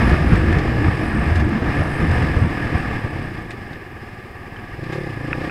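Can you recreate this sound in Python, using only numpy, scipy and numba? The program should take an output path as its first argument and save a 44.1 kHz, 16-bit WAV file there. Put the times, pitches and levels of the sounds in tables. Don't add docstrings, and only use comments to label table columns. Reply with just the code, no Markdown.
import sys
import numpy as np
from scipy import signal
from scipy.fft import rfft, irfft
from scipy.io import wavfile
from scipy.ndimage import uniform_filter1d
from numba import njit

SR = 44100
rng = np.random.default_rng(int(sys.argv[2]) if len(sys.argv) > 2 else 0)


def transcribe(u):
    v = np.clip(np.atleast_2d(u).T, -1, 1)
    q = np.round(v * 32767).astype(np.int16)
    wavfile.write(sys.argv[1], SR, q)


def to_linear_factor(level_db):
    exponent = np.asarray(level_db, float) / 20
    return 10 ** exponent


N = 242550
TIME = np.arange(N) / SR

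# time in seconds, firing rate in Hz.
FIRING_RATE = [(0.0, 48.94), (0.5, 45.61), (0.913, 47.82), (1.379, 42.8), (1.786, 47.96), (2.345, 43.65),
               (3.249, 33.02), (3.475, 25.02), (3.695, 21.12), (4.145, 17.08), (4.35, 18.6), (4.504, 16.71),
               (4.765, 21.15), (4.975, 37.83), (5.151, 27.66), (5.241, 26.76), (5.399, 32.28), (5.5, 31.42)]
# time in seconds, opening from 0 to 1, silencer resonance in Hz.
THROTTLE = [(0, 0.8, 340), (1.4, 0.35, 349), (2.1, 0.8, 295), (2.95, 0.48, 294), (3.2, 0.41, 307),
            (3.45, 0.04, 357), (3.65, 0, 353), (4.55, 0, 364), (4.72, 0.1, 336), (4.86, 0.62, 330),
            (4.98, 0.99, 364), (5.07, 0.89, 344), (5.15, 0.15, 332), (5.22, 0.76, 288), (5.36, 0.96, 304),
            (5.5, 0.97, 302)]
# frequency in Hz, T60 in seconds, level in dB, place in the cycle from 0 to 1.
VALVE_MODES = [(8240, 0.034, 0.5, 0.1), (9250, 0.02, -5.5, 0.2), (10350, 0.015, -0.5, .75),
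               (11700, .02, -17, .75)]
TICK_DB = (-59.5, -65)
# middle in seconds, length in seconds, first pair of modes in dB,
# second pair in dB.
TAPPET_SPELLS = [(.07, .12, -1, 9), (.3, .08, 2, 10), (.68, 0.35, -9, -13), (.93, .15, -1, 8),
                 (1.06, .08, 1, 12), (1.18, 0.14, 4, -6), (1.365, .04, 6, 8), (1.58, .2, -5, -10),
                 (1.96, 0.33, 2, 10), (2.42, .08, 4, 4), (3.244, .04, 9, 3), (3.51, .03, 12, 8),
                 (5.0, .2, -3, 10)]
# time in seconds, roar level in dB.
ROAR_LEVEL = [(0, -24.5), (.3, -28), (1.28, -28), (1.43, -31.5), (1.62, -31.5), (1.71, -27.5), (1.87, -29),
              (2.25, -27.5), (2.45, -30), (2.8, -30), (3.32, -36), (3.94, -41), (4.26, -41), (4.86, -37.5),
              (4.95, -35), (5.33, -35.5), (5.5, -31)]
# frequency in Hz, density in dB per Hz.
ROAR_SPECTRUM = [(200, 9), (450, 3), (650, -1), (1000, 1), (1420, -3.5), (2000, -2), (2800, -7.5),
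                 (3200, -16), (4000, -23.5), (5400, -25), (6000, -35), (8000, -36), (12000, -42.5),
                 (15500, -52)]
# frequency in Hz, width in Hz, level over the direct sound in dB.
HOUSING_MODES = [(721, 71, 3.5), (800, 75, 1), (1192, 178, 1), (1719, 303, 7), (1868, 190, -3),
                 (2117, 340, -2), (2425, 460, -8), (3460, 140, -7.5), (5010, 720, -3)]
# time in seconds, pressure level in dB.
WIND_LEVEL = [(0, -19), (.9, -22), (1.0, -22.5), (1.4, -23.5), (1.9, -23.5), (2.3, -22.5), (2.6, -30),
              (3.1, -31), (3.5, -38), (3.85, -47), (4.5, -49), (5.5, -37)]
# frequency in Hz, density in dB per Hz.
BUFFET_SPECTRUM = [(9, -45), (18, -40), (35, -9), (60, -1.5), (100, 1), (140, -7), (200, -7.5), (300, -9),
                   (420, -18), (600, -23.5), (1500, -34)]
# peak in seconds, level over the steady wind in dB, build-up in seconds.
GUSTS = [(.15, 3.5, 0.068), (.335, 11, 0.076), (.57, 8, 0.085), (.65, 1, 0.036), (.78, 2, 0.038),
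         (0.881, 11, 0.046), (.985, -11.5, 0.062), (1.21, 2, 0.13), (1.32, 6, 0.064), (1.41, 7.5, 0.06),
         (1.7, 8, 0.12), (1.81, 7.5, 0.037), (1.97, -7, .08), (2.05, 8, 0.043), (2.12, 8, .07),
         (2.18, 7, 0.058), (2.23, 7.5, .04), (2.37, 8, 0.027), (2.44, 12, 0.046), (2.67, 6.5, 0.11),
         (2.76, 13.5, 0.043), (3.06, 9, 0.03), (3.97, 15, .06), (4.78, 3.5, 0.28), (5.33, 8, .08)]
# start in seconds, peak in dB, bright part relative to it in dB,
# length in seconds.
CLUNKS = [(0.093, -22.5, -39, 0.055), (0.354, -24.5, -28, 0.075), (0.526, -24, -27, 0.042),
          (0.584, -24, -35, 0.094), (1.354, -24, -29, 0.13), (1.396, -27, -29, 0.079),
          (1.49, -37, -10, .04), (2.112, -27, -22, 0.035), (2.222, -28, -26, 0.053),
          (3.505, -26, -29, 0.083), (3.73, -34, -31, 0.056), (4.836, -33, -33, 0.075),
          (4.92, -29, -31, 0.22)]
# time in seconds, peak in dB, frequency in Hz, T60 in seconds.
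LEVER_TICKS = [
    (4.5612, -25, 1700, .035),
    (4.566, -35, 3050, .03),
]
# time in seconds, peak in dB.
SNAPS = [
    (5.3293, -4.5),
    (5.4954, -14.5),
]
# frequency in Hz, T60 in seconds, level in dB.
SNAP_MODES = [(1390, 0.0039, 2), (2080, 0.0022, 1.5), (2510, 0.018, -5.5)]
# frequency in Hz, rms level in dB.
WHISTLES = [(12193, -91), (12285, -89), (12382, -87), (12478, -87), (12526, -80), (12574, -81),
            (12764, -89), (12861, -89)]
# frequency in Hz, density in dB per Hz.
HISS_SPECTRUM = [(2000, 1), (6000, 6), (10000, 7.6), (13000, 6.5), (15700, 3.9)]


def level(x, db):
    return x * to_linear_factor(db) / np.sqrt(np.mean(x ** 2))


def curves(table):
    seconds, *columns = np.transpose(table)
    return [np.interp(TIME, seconds, column) for column in columns]


@njit
def svf(x, hz, width):
    y, b, l = np.empty(len(x)), 0., 0.
    for i in range(len(x)):
        g, k = np.tan(np.pi * hz[i] / SR), width / hz[i]
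        v = (b + g * (x[i] - l)) / (1 + g * (g + k))
        b, l, y[i] = 2 * v - b, l + 2 * g * v, k * v
    return y


def band(x, hz, width):
    return svf(x, hz + np.zeros(N), 1. * width)


def double_band(x, hz, width):
    return band(band(x, hz, width), hz, width)


def swell(x, hz, width):
    hz = hz + np.zeros(N)
    dying = double_band(x, hz, width)[::-1].copy()
    return double_band(dying, hz[::-1], width)[::-1] * 2 * SR / (np.pi * width)


def ring(x, hz, t60):
    pole = np.exp(2j * np.pi * hz / SR - np.log(1000) / (t60 * SR))
    return signal.lfilter([1], [1, -pole], x).imag


def walk(rate):
    k = int(SR / rate)
    held = np.repeat(rng.standard_normal(N // 100)[:N // k + 1], k)
    return uniform_filter1d(uniform_filter1d(held, k), k)[:N]


def colour(x, table):
    hz, db = np.transpose(table)
    bins_hz = np.arange(N // 2 + 1) * SR / N
    return irfft(rfft(x) * to_linear_factor(np.interp(np.log(bins_hz + 1), np.log(hz), db)), N)


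def beats(cycles, place, jitter_s, scatter_db):
    chance = rng.standard_normal((400, 2))
    turn = np.arange(np.ceil(cycles[0]), cycles[-1] - place)
    at = np.interp(turn + place, cycles, TIME) + jitter_s * chance[:len(turn), 0]
    out = np.zeros(N)
    out[np.clip(at * SR, 0, N - 1).astype(int)] = to_linear_factor(scatter_db * chance[:len(turn), 1])
    return out


def engine_cycles():
    hz, = curves(FIRING_RATE)
    cycles = np.cumsum(hz) / SR
    return cycles - np.interp(5.0117, TIME, cycles), hz


def exhaust(cycles):
    opening, ring_hz = curves(THROTTLE)
    opening = np.clip(opening, 0, 1)
    pulling = np.minimum(opening / .4, 1)
    early_cycles = .035 * (1 - pulling)
    blow = beats(cycles + early_cycles, 0, jitter_s=.00015, scatter_db=1.2)

    suck_lead_s, suck_db = 0.00528, -14.5
    suck = np.roll(swell(blow, 225, 340), -int(suck_lead_s * SR))
    boom_hz = 98.3 + 46 * opening ** 0.85
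    boom = swell(blow, boom_hz, width=93) - to_linear_factor(suck_db) * suck

    idle_swings, open_swings = 3.37, 1.112
    swings = idle_swings + (open_swings - idle_swings) * np.sqrt(pulling)
    silencer = np.interp(TIME - swings / ring_hz, TIME, swell(blow, ring_hz, width=142))

    tail_hz = 513
    tail = np.roll(swell(blow, tail_hz, width=150), int(SR / tail_hz))

    boom_db = -29.5 + 7 * pulling
    silencer_db = -32.5 + 11.5 * opening
    tail_db = -45 + 19.5 * opening
    return to_linear_factor(boom_db) * boom + to_linear_factor(silencer_db) * silencer + to_linear_factor(tail_db) * tail


def relative_roar_db():
    cruise_db = -26.5
    return curves(ROAR_LEVEL)[0] - cruise_db


def valves(cycles, hz):
    tick_db = np.array(TICK_DB)[:, None] + 1.26 * relative_roar_db()
    for middle, length, *db in TAPPET_SPELLS:
        spell = np.exp(-(2 * (TIME - middle) / length) ** 2)
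        tick_db = tick_db + spell * np.array(db)[:, None]
    out = 0
    for k, (f, t60, db, place) in enumerate(VALVE_MODES):
        opening = beats(cycles, place, jitter_s=.0005, scatter_db=2.5)
        closing = beats(cycles, (place + .47) % 1, jitter_s=.002, scatter_db=4.)
        metal = level(ring(opening + 0.27 * closing, f, t60) / np.sqrt(hz), -0.89)
        buzz = level(band(rng.standard_normal(N), f, 150), -5)
        out = out + (metal + buzz) * to_linear_factor(db + tick_db[k // 2] + 1.5 * walk(9))
    return out


def housing(x):
    return x + sum(to_linear_factor(db) * double_band(x, f, width) for f, width, db in HOUSING_MODES)


def gusts():
    drop_s = 0.022
    return sum(db * np.interp(TIME, (s - rise, s, s + drop_s), (0, 1, 0)) for s, db, rise in GUSTS)


def roar(cycles):
    throttle = uniform_filter1d(curves(THROTTLE)[0], size=SR // 4)
    intake_hiss_db = 4 * (throttle - .5)
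    treble_db = -46.5 + 0.79 * relative_roar_db() + intake_hiss_db
    low_db = curves(ROAR_LEVEL)[0] + 0.15 * gusts()
    throb = 1 + 0.11 * np.cos(2 * np.pi * cycles)
    noise = housing(colour(rng.standard_normal(N), ROAR_SPECTRUM)) * throb * to_linear_factor(1.32 * walk(22.11))
    high_pass = signal.butter(4, 3300, "high", fs=SR, output="sos")
    high = signal.sosfiltfilt(high_pass, noise)
    low = level(noise - high, 3.7)
    return to_linear_factor(low_db) * low + to_linear_factor(treble_db + 0.6 * walk(8.4)) * level(high, 1.56)


def wind():
    gust_db = gusts()
    bright_db = -0.5 * np.maximum(gust_db, 0)
    bright_db = bright_db - bright_db[:2 * SR].mean()
    noise = colour(rng.standard_normal(N), BUFFET_SPECTRUM)
    shared, out = walk(24.63), 0
    for hz in 20 * 2 ** np.arange(0, 6.1, .5):
        tilt_db = np.clip(np.log2(hz / 130), 0, 1) * bright_db
        flutter_db = 1.6 * shared + 2 * walk(14)
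        out = out + double_band(noise, hz, hz * .55) * to_linear_factor(tilt_db + flutter_db)
    return to_linear_factor(curves(WIND_LEVEL)[0] + gust_db + 2.0) * level(out, 0)


def clunks():
    dull, bright = np.zeros(N), np.zeros(N)
    for s, db, bright_db, length in CLUNKS:
        age = np.clip(TIME - s, 0, 1)
        length = max(length, .005)
        attack = 1 - np.exp(-age / (0.016 * length))
        fade = attack * np.exp(-np.log(1000) * age / length)
        dull += to_linear_factor(db) * fade
        bright += to_linear_factor(db + bright_db) * fade
    noise = rng.standard_normal((2, N))
    knock = housing(double_band(noise[0], 1860, 2000))
    edge = double_band(noise[1], 7400, 6000)
    return dull * level(knock, 0) + bright * level(edge, 1.5)


def snaps():
    hits = np.zeros(N)
    for s, db in SNAPS:
        hits[int((s + .0004) * SR)] = -to_linear_factor(db - 9.0)
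    hits = hits + 1.7 * np.roll(hits, int(0.0005 * SR)) + .5 * np.roll(hits, int(0.00269 * SR))
    plastic = sum(to_linear_factor(db) * ring(hits, f, t60) for f, t60, db in SNAP_MODES)
    case = signal.butter(5, (950, 2950), "band", fs=SR, output="sos")
    return signal.sosfilt(case, plastic)


def lever():
    out = np.zeros(N)
    for s, db, f, t60 in LEVER_TICKS:
        blow = 1. * (np.arange(N) == int(s * SR))
        out += to_linear_factor(db) * ring(blow, f, t60)
    return out


def electronics():
    hiss = level(colour(rng.standard_normal(N), HISS_SPECTRUM), -64)
    for f, db in WHISTLES:
        hiss = hiss + to_linear_factor(db) * np.sqrt(2) * np.sin(2 * np.pi * (f * TIME + rng.random()))
    return hiss


def scene():
    cycles, hz = engine_cycles()
    engine = exhaust(cycles) + valves(cycles, hz)
    knocks = clunks() + snaps() + lever()
    return (engine + roar(cycles) + wind() + knocks + electronics())[None]


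def low_pass(x):
    return signal.sosfilt(signal.butter(12, 15740, fs=SR, output="sos"), x)


def record(dry):
    return low_pass(dry)


dry = scene()
out = record(dry)
transcribe(out)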